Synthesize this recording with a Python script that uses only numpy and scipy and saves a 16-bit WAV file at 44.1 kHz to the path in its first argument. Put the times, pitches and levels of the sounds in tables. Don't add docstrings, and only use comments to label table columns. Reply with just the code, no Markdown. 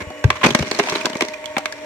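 import sys
import numpy as np
from scipy import signal
from scipy.fft import rfft, irfft
from scipy.io import wavfile

SR = 44100
rng = np.random.default_rng(int(sys.argv[2]) if len(sys.argv) > 2 else 0)


def pcm_store(signal):
    levels = np.round(np.clip(np.atleast_2d(signal), -1, 1) * 32767)
    wavfile.write(sys.argv[1], SR, levels.astype(np.int16).T)


N = 81585

# (frequency [Hz], idle level [dB], loaded level [dB])
MOTOR_TONES = [(291.8, -45, -46.5), (494, -48.5, -58), (588, -47.5, -50.5), (614.6, -42, -36),
               (640, -71, -44), (885, -52.5, -57), (915, -69, -47), (940, -74, -48), (1110, -49.5, -51.5),
               (1882, -59, -53), (2053, -74, -54.5), (2384, -56, -54), (2912, -47.5, -65), (5690, -63, -60),
               (6930, -61, -78), (7290, -67, -72)]
# (time [s], load [1 = pushing through the log])
LOAD_CURVE = [(0, 0), (.4, 0.2), (.65, 0.41), (.9, 1.28), (1.3, 1.05), (1.85, 0.87)]
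# (frequency [Hz], relative density [dB])
WHIRR_SPECTRUM = [(20, -51), (45, -9), (100, -2.5), (200, -12.5), (350, -2), (550, 3), (750, -4), (950, -1),
                  (1250, -9.5), (1900, 0), (2400, -3.5), (2750, -9), (3500, -17), (4500, -28),
                  (7500, -18.5), (10000, -27.5), (16000, -29)]
# (frequency [Hz], relative density [dB])
OIL_SPECTRUM = [(300, -20), (1600, 1), (3500, 9), (7500, -18), (10500, -31), (16000, -24)]
# (frequency [Hz], gain [dB])
ECHO_SPECTRUM = [(60, -22), (300, -2), (1000, 4.5), (4000, -0.5), (15000, -3)]
# (frequency [Hz], side re mid [dB])
SIDE_SPECTRUM = [(60, -3), (250, -22), (500, -11.5), (1000, -7), (2000, -0.5), (4000, 1), (8000, 1),
                 (14000, 1)]
# (time [s], length [s], pitch [Hz], level [dB])
THUD_EVENTS = [(.005, 0.043, 90, -32), (0.07, 0.01, 90.5, -26), (0.2427, 0.026, 104.7, -1),
               (.45, 0.0315, 159.3, -13), (.495, 0.049, 145, -25), (0.602, 0.0167, 142.6, -11.5)]
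# (frequency [Hz], relative density [dB])
GROUND_SPECTRUM = [(20, -55), (38, -36), (60, -6), (80, 13.5), (130, 6), (250, -3.5), (600, -51),
                   (3000, -76)]
# (time [s], contact [s], body [dB], clack [dB], grit [dB], pan L-R [dB], pitch [Hz], ring [dB])
KNOCK_EVENTS = [(.004, 0.022, -33, -31.5, -43, -1, 2170, -32),
                (.102, 0.0037, -30.5, -52, -64, 1, 760, -28.5),
                (.2405, 0.0031, -15.5, -18.5, -27, -3, 1580, -20),
                (.3028, 0.002, -22, -7, -20, 1, 1030, -15.5)]
# (frequency [Hz], relative level [dB], t60 [s])
LOG_MODES = [(196.6, -9.5, 0.029), (243.4, -0.5, 0.066), (271.3, -2.5, 0.064), (349, 4, .04),
             (409, 1, 0.055), (504, -7, 0.11), (588, 2, 0.021), (664, -5.5, 0.017), (782, -6.5, 0.031),
             (985, -8.5, .03)]
# (frequency [Hz], relative gain [dB])
SNAP_SPECTRUM = [(100, -18.5), (400, -7), (800, -2), (1050, 6.5), (1320, 0), (1620, 4.5), (1850, -1),
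                 (2250, 4), (2800, -4.5), (3600, -6.5), (5000, -26.5), (9000, -38), (16000, -57)]
# (frequency [Hz], relative gain [dB])
SPLINTER_SPECTRUM = [(500, -25), (2500, -7.5), (4100, 4.5), (4800, 2), (5900, 4), (7200, -2.5),
                     (9300, -8.5), (10500, -21.5), (13500, -13), (16000, -23)]
# (time [s], gain [dB])
CRACKLE_CURVE = [(0, -22.5), (.33, -16.5), (.42, -8.5), (.47, 2), (.6, -4), (.72, -2), (.86, 1), (.97, 2),
                 (1.08, -11.5), (1.25, -8), (1.4, -19), (1.85, -15.5)]
# (time [s], tearing [s], body [dB], snap [dB], splinter [dB], pan L-R [dB], pitch [Hz], ring [dB])
CRACK_EVENTS = [(.355, 0.017, -63, -30, -40.5, -0.5, 1100, -36),
                (.412, 0.0082, -46, -27, -53, 0, 1064, -25.5),
                (.432, 0.0069, -26, -14, -46, 0.5, 1660, -21),
                (.438, 0.011, -12.5, -9.5, -21.5, 0, 1060, -38),
                (.447, 0.008, -11, -13.5, -25, -0.5, 2280, -54),
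                (.460, 0.0098, -12, -17.5, -20.5, -1, 2460, -16),
                (.476, 0.0172, -20.5, -41, -56, -6, 780, -40),
                (.505, 0.0023, -16.5, -21.5, -23.5, -1, 3280, -16.5),
                (.5482, 0.0033, -7, -7.5, -13, 1.5, 1870, -18.5),
                (.589, 0.0072, -18.5, -23.5, -25, 0.5, 2630, -34),
                (.624, 0.0036, -18, -24.5, -28, -0.5, 2880, -27),
                (.670, 0.0044, -30.5, -35, -48, -2, 2200, -28.5),
                (.712, 0.004, -17.5, -19.5, -20.5, -0.5, 4340, -21.5),
                (.747, .003, -28, -28, -28, 1, 4300, -29), (.788, 0.0049, -15.5, -36, -20, 0.5, 703, -17),
                (.7955, 0.0039, -9.5, -10, -22.5, 0, 2150, -17),
                (.836, 0.0024, -23, -26, -28.5, 2, 2584, -30), (.870, 0.0027, -37, -27, -35, 7, 705, -24),
                (.885, 0.0044, -34, -19, -37, 1, 2660, -23.5),
                (.897, 0.0026, -38, -26, -19.5, 3, 4000, -24),
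                (.920, 0.0064, -21, -24, -51, -1.5, 1040, -28),
                (.9525, 0.0064, -20, -18.5, -36, 0.5, 3960, -21.5),
                (1.012, 0.00052, -48, -38, -49, -1, 2420, -17.5),
                (1.047, 0.0061, -19, -27, -40, -3, 5300, -40),
                (1.056, 0.0017, -27, -13, -13.5, 1, 3430, -21.5),
                (1.065, 0.0011, -16, -25, -36, 2, 969, -17),
                (1.098, 0.0038, -25, -31, -30.5, 2, 1980, -31.5),
                (1.131, .002, -28.5, -28.5, -40, -2, 3100, -27),
                (1.153, 0.0027, -17.5, -31, -36, -1, 2090, -24),
                (1.169, 0.0015, -38, -34, -28, 0, 2132, -41),
                (1.2078, 0.0023, -17.5, -15, -21.5, 1.5, 2180, -15),
                (1.220, 0.0036, -13.5, -15.5, -22.5, -0.5, 2120, -21),
                (1.249, 0.0024, -24.5, -33, -30.5, 0.5, 1870, -35),
                (1.284, 0.0014, -29.5, -38, -27, 0.5, 2020, -26.5),
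                (1.335, 0.0078, -60, -33, -39, -3.5, 2410, -29.5),
                (1.441, 0.0017, -37, -34.5, -54, -2, 2170, -28),
                (1.457, 0.00096, -38, -41, -27, -5, 3300, -22),
                (1.5665, .003, -19, -13.5, -47, 1, 790, -18),
                (1.5815, 0.0024, -28.5, -20.5, -23, 0, 784, -17),
                (1.6565, 0.0015, -37, -16, -23.5, -0.5, 2200, -17),
                (1.724, 0.00087, -60, -37, -25.5, -1, 1670, -22.5)]

BODY_PAN_DB, SNAP_PAN_DB, SPLINTER_PAN_DB, SLIVER_PAN_DB = 3, -2, -1.5, -1
BODY_DECAY_S, SNAP_DECAY_S, SPLINTER_DECAY_S, SLIVER_DECAY_S = 0.0018, 0.0029, 0.0025, 0.0029
RISE_S, BODY_LAG_S, BODY_CUT_HZ, SLIVER_T60_CYCLES = 0.00014, 0.0015, 227, 36


def amp(db):
    return 10 ** (np.asarray(db) / 20)


def unit(x):
    return x / np.sqrt(np.mean(x ** 2) + 1e-20)


def curve(points):
    return np.interp(np.arange(N) / SR, *np.transpose(points))


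def gain_at(spectrum, hz):
    points_hz, db = np.transpose(spectrum)
    return amp(np.interp(np.log(hz + 1), np.log(points_hz), db))


def add(mix, time_s, sound):
    part = mix[:, max(round(time_s * SR), 0):][:, :sound.shape[1]]
    part += sound[:, :part.shape[1]]


def colour(spectrum, size=2048):
    log_gain = np.log(gain_at(spectrum, abs(np.fft.fftfreq(size, 1 / SR))))
    return np.fft.ifft(np.exp(np.conj(signal.hilbert(log_gain)))).real


def through(x, response):
    return signal.fftconvolve(x, response[None], axes=1)[:, :x.shape[1]]


def pan(db):
    return amp([[db / 2], [-db / 2]])


def place(pair, pan_db=0):
    mid = unit(pair[0])
    side = through(unit(pair[1:]), colour(SIDE_SPECTRUM))[0]
    return unit(np.array([mid + side, mid - side]) * pan(pan_db))


def clicks(size, per_s, spread_db):
    strength = amp(spread_db * np.minimum(rng.exponential(1, (2, size)), 4))
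    return strength * rng.choice([-1, 1], (2, size)) * (rng.random((2, size)) < per_s / SR)


def drift(hz):
    rolloff = 1 + (np.fft.rfftfreq(N, 1 / SR) / hz) ** 4
    return unit(irfft(rfft(rng.standard_normal(N)) / rolloff, N))


def noise(size, spectrum):
    white = rfft(rng.standard_normal((2, size)))
    return place(irfft(white * gain_at(spectrum, np.fft.rfftfreq(size, 1 / SR)), size))


def ring(hz, t60_s):
    t = np.arange(SR // 8) / SR
    return np.exp(-np.log(1000) * t / t60_s) * np.sin(2 * np.pi * hz * t)


def motor_and_pump(waver=0.0021, flutter=0.32, width_rad=0.39, whirr_db=-40.5, oil_db=-51.5):
    shaft_time_s = np.cumsum(1 + waver * drift(hz=12.4)) / SR
    load = curve(LOAD_CURVE)
    tones = np.zeros((2, N))
    for hz, idle_db, loaded_db in MOTOR_TONES:
        phase = 2 * np.pi * (hz * shaft_time_s + rng.random())
        rms = amp(idle_db + load * (loaded_db - idle_db)) * (1 + flutter * drift(hz=9.1))
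        tones += np.sqrt(2) * rms * np.sin(phase + np.array([[width_rad], [-width_rad]]))
    whirr = amp(whirr_db) * noise(N, WHIRR_SPECTRUM)
    oil_hiss = amp(oil_db) * load * noise(N, OIL_SPECTRUM)
    return tones + whirr + oil_hiss


def yard_echoes(x, gain_db=-13.5, t60_s=0.17, delay_s=0.0054):
    t = np.arange(SR // 2) / SR
    envelope = (t > delay_s) * np.exp(-np.log(1000) * t / t60_s)
    tail = place(envelope * clicks(len(t), per_s=2000, spread_db=0.68)) / np.sqrt(len(t))
    echoes = signal.fftconvolve(x, tail, axes=1)[:, :N]
    return amp(gain_db) * through(echoes, colour(ECHO_SPECTRUM))


def ground_thuds(sag=0.28, rumble_db=-13, rumble_decay_s=0.035, pan_db=2.5):
    out, t = np.zeros((2, N)), np.arange(SR // 3) / SR
    for time_s, length_s, hz, db in THUD_EVENTS:
        progress = np.minimum(t / length_s, 1)
        phase = 2 * np.pi * np.cumsum(hz * (1 + sag * (.5 - progress))) / SR
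        push = -np.sin(np.pi * progress) ** 2 * np.sin(phase)
        settling = amp(rumble_db) * progress * np.exp(-t / rumble_decay_s)
        add(out, time_s, amp(db) * (push + settling * noise(len(t), GROUND_SPECTRUM)))
    return out * pan(pan_db)


def wood_voices():
    modes = sum(amp(db) * ring(hz, t60_s) for hz, db, t60_s in LOG_MODES)
    body = signal.sosfilt(signal.butter(2, BODY_CUT_HZ, "high", fs=SR, output="sos"), modes)
    return [(body, BODY_DECAY_S, BODY_PAN_DB),
            (colour(SNAP_SPECTRUM), SNAP_DECAY_S, SNAP_PAN_DB),
            (colour(SPLINTER_SPECTRUM), SPLINTER_DECAY_S, SPLINTER_PAN_DB)]


def fibre_crackle(body_db=-36, snap_db=-30.5, splinter_db=-36.5, ping_db=-36):
    fibres = clicks(N, per_s=580, spread_db=3.5)
    pings = sum(through(clicks(N, per_s=17, spread_db=0.83), ring(hz, t60_s=.009))
                for hz in np.geomspace(1900, 6320, 14))
    out = amp(ping_db) * place(pings, SLIVER_PAN_DB)
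    for (response, _, pan_db), db in zip(wood_voices(), (body_db, snap_db, splinter_db)):
        out += amp(db) * place(through(fibres, response), pan_db)
    return out * amp(curve(CRACKLE_CURVE))


def wood_bursts(events, size=4000):
    out, t, voices = np.zeros((2, N)), np.arange(size) / SR, wood_voices()
    for time_s, length_s, body_db, snap_db, splinter_db, pan_db, hz, ring_db in events:
        sliver_ring = np.diff(ring(hz, SLIVER_T60_CYCLES / hz), prepend=0)
        sliver = (sliver_ring, SLIVER_DECAY_S, SLIVER_PAN_DB)
        levels_db = (body_db, snap_db, splinter_db, ring_db)
        lags_s = (BODY_LAG_S, 0, 0, 0)
        for (response, decay_s, voice_pan_db), db, lag_s in zip(voices + [sliver], levels_db, lags_s):
            envelope = np.minimum(t / RISE_S, 1) * np.exp(-np.maximum(t - length_s, 0) / decay_s)
            sound = through(envelope * clicks(size, per_s=7000, spread_db=1), response)
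            rms = amp(db) * np.sqrt(np.mean(envelope ** 2))
            add(out, time_s + lag_s, rms * place(sound, voice_pan_db + pan_db))
    return out


def scene():
    wood = wood_bursts(CRACK_EVENTS) + wood_bursts(KNOCK_EVENTS) + fibre_crackle()
    return wood + yard_echoes(wood) + ground_thuds() + motor_and_pump()


def record(dry):
    rolloff_hz, ceiling, edge_hz = 12500, 0.98, 16100
    soft = signal.sosfilt(signal.butter(2, rolloff_hz, fs=SR, output="sos"), dry)
    band_limit = signal.firwin(255, edge_hz, window=("kaiser", 9), fs=SR)
    return signal.oaconvolve(np.clip(soft, -ceiling, ceiling), band_limit[None], "same")


dry = scene()
out = record(dry)
pcm_store(out)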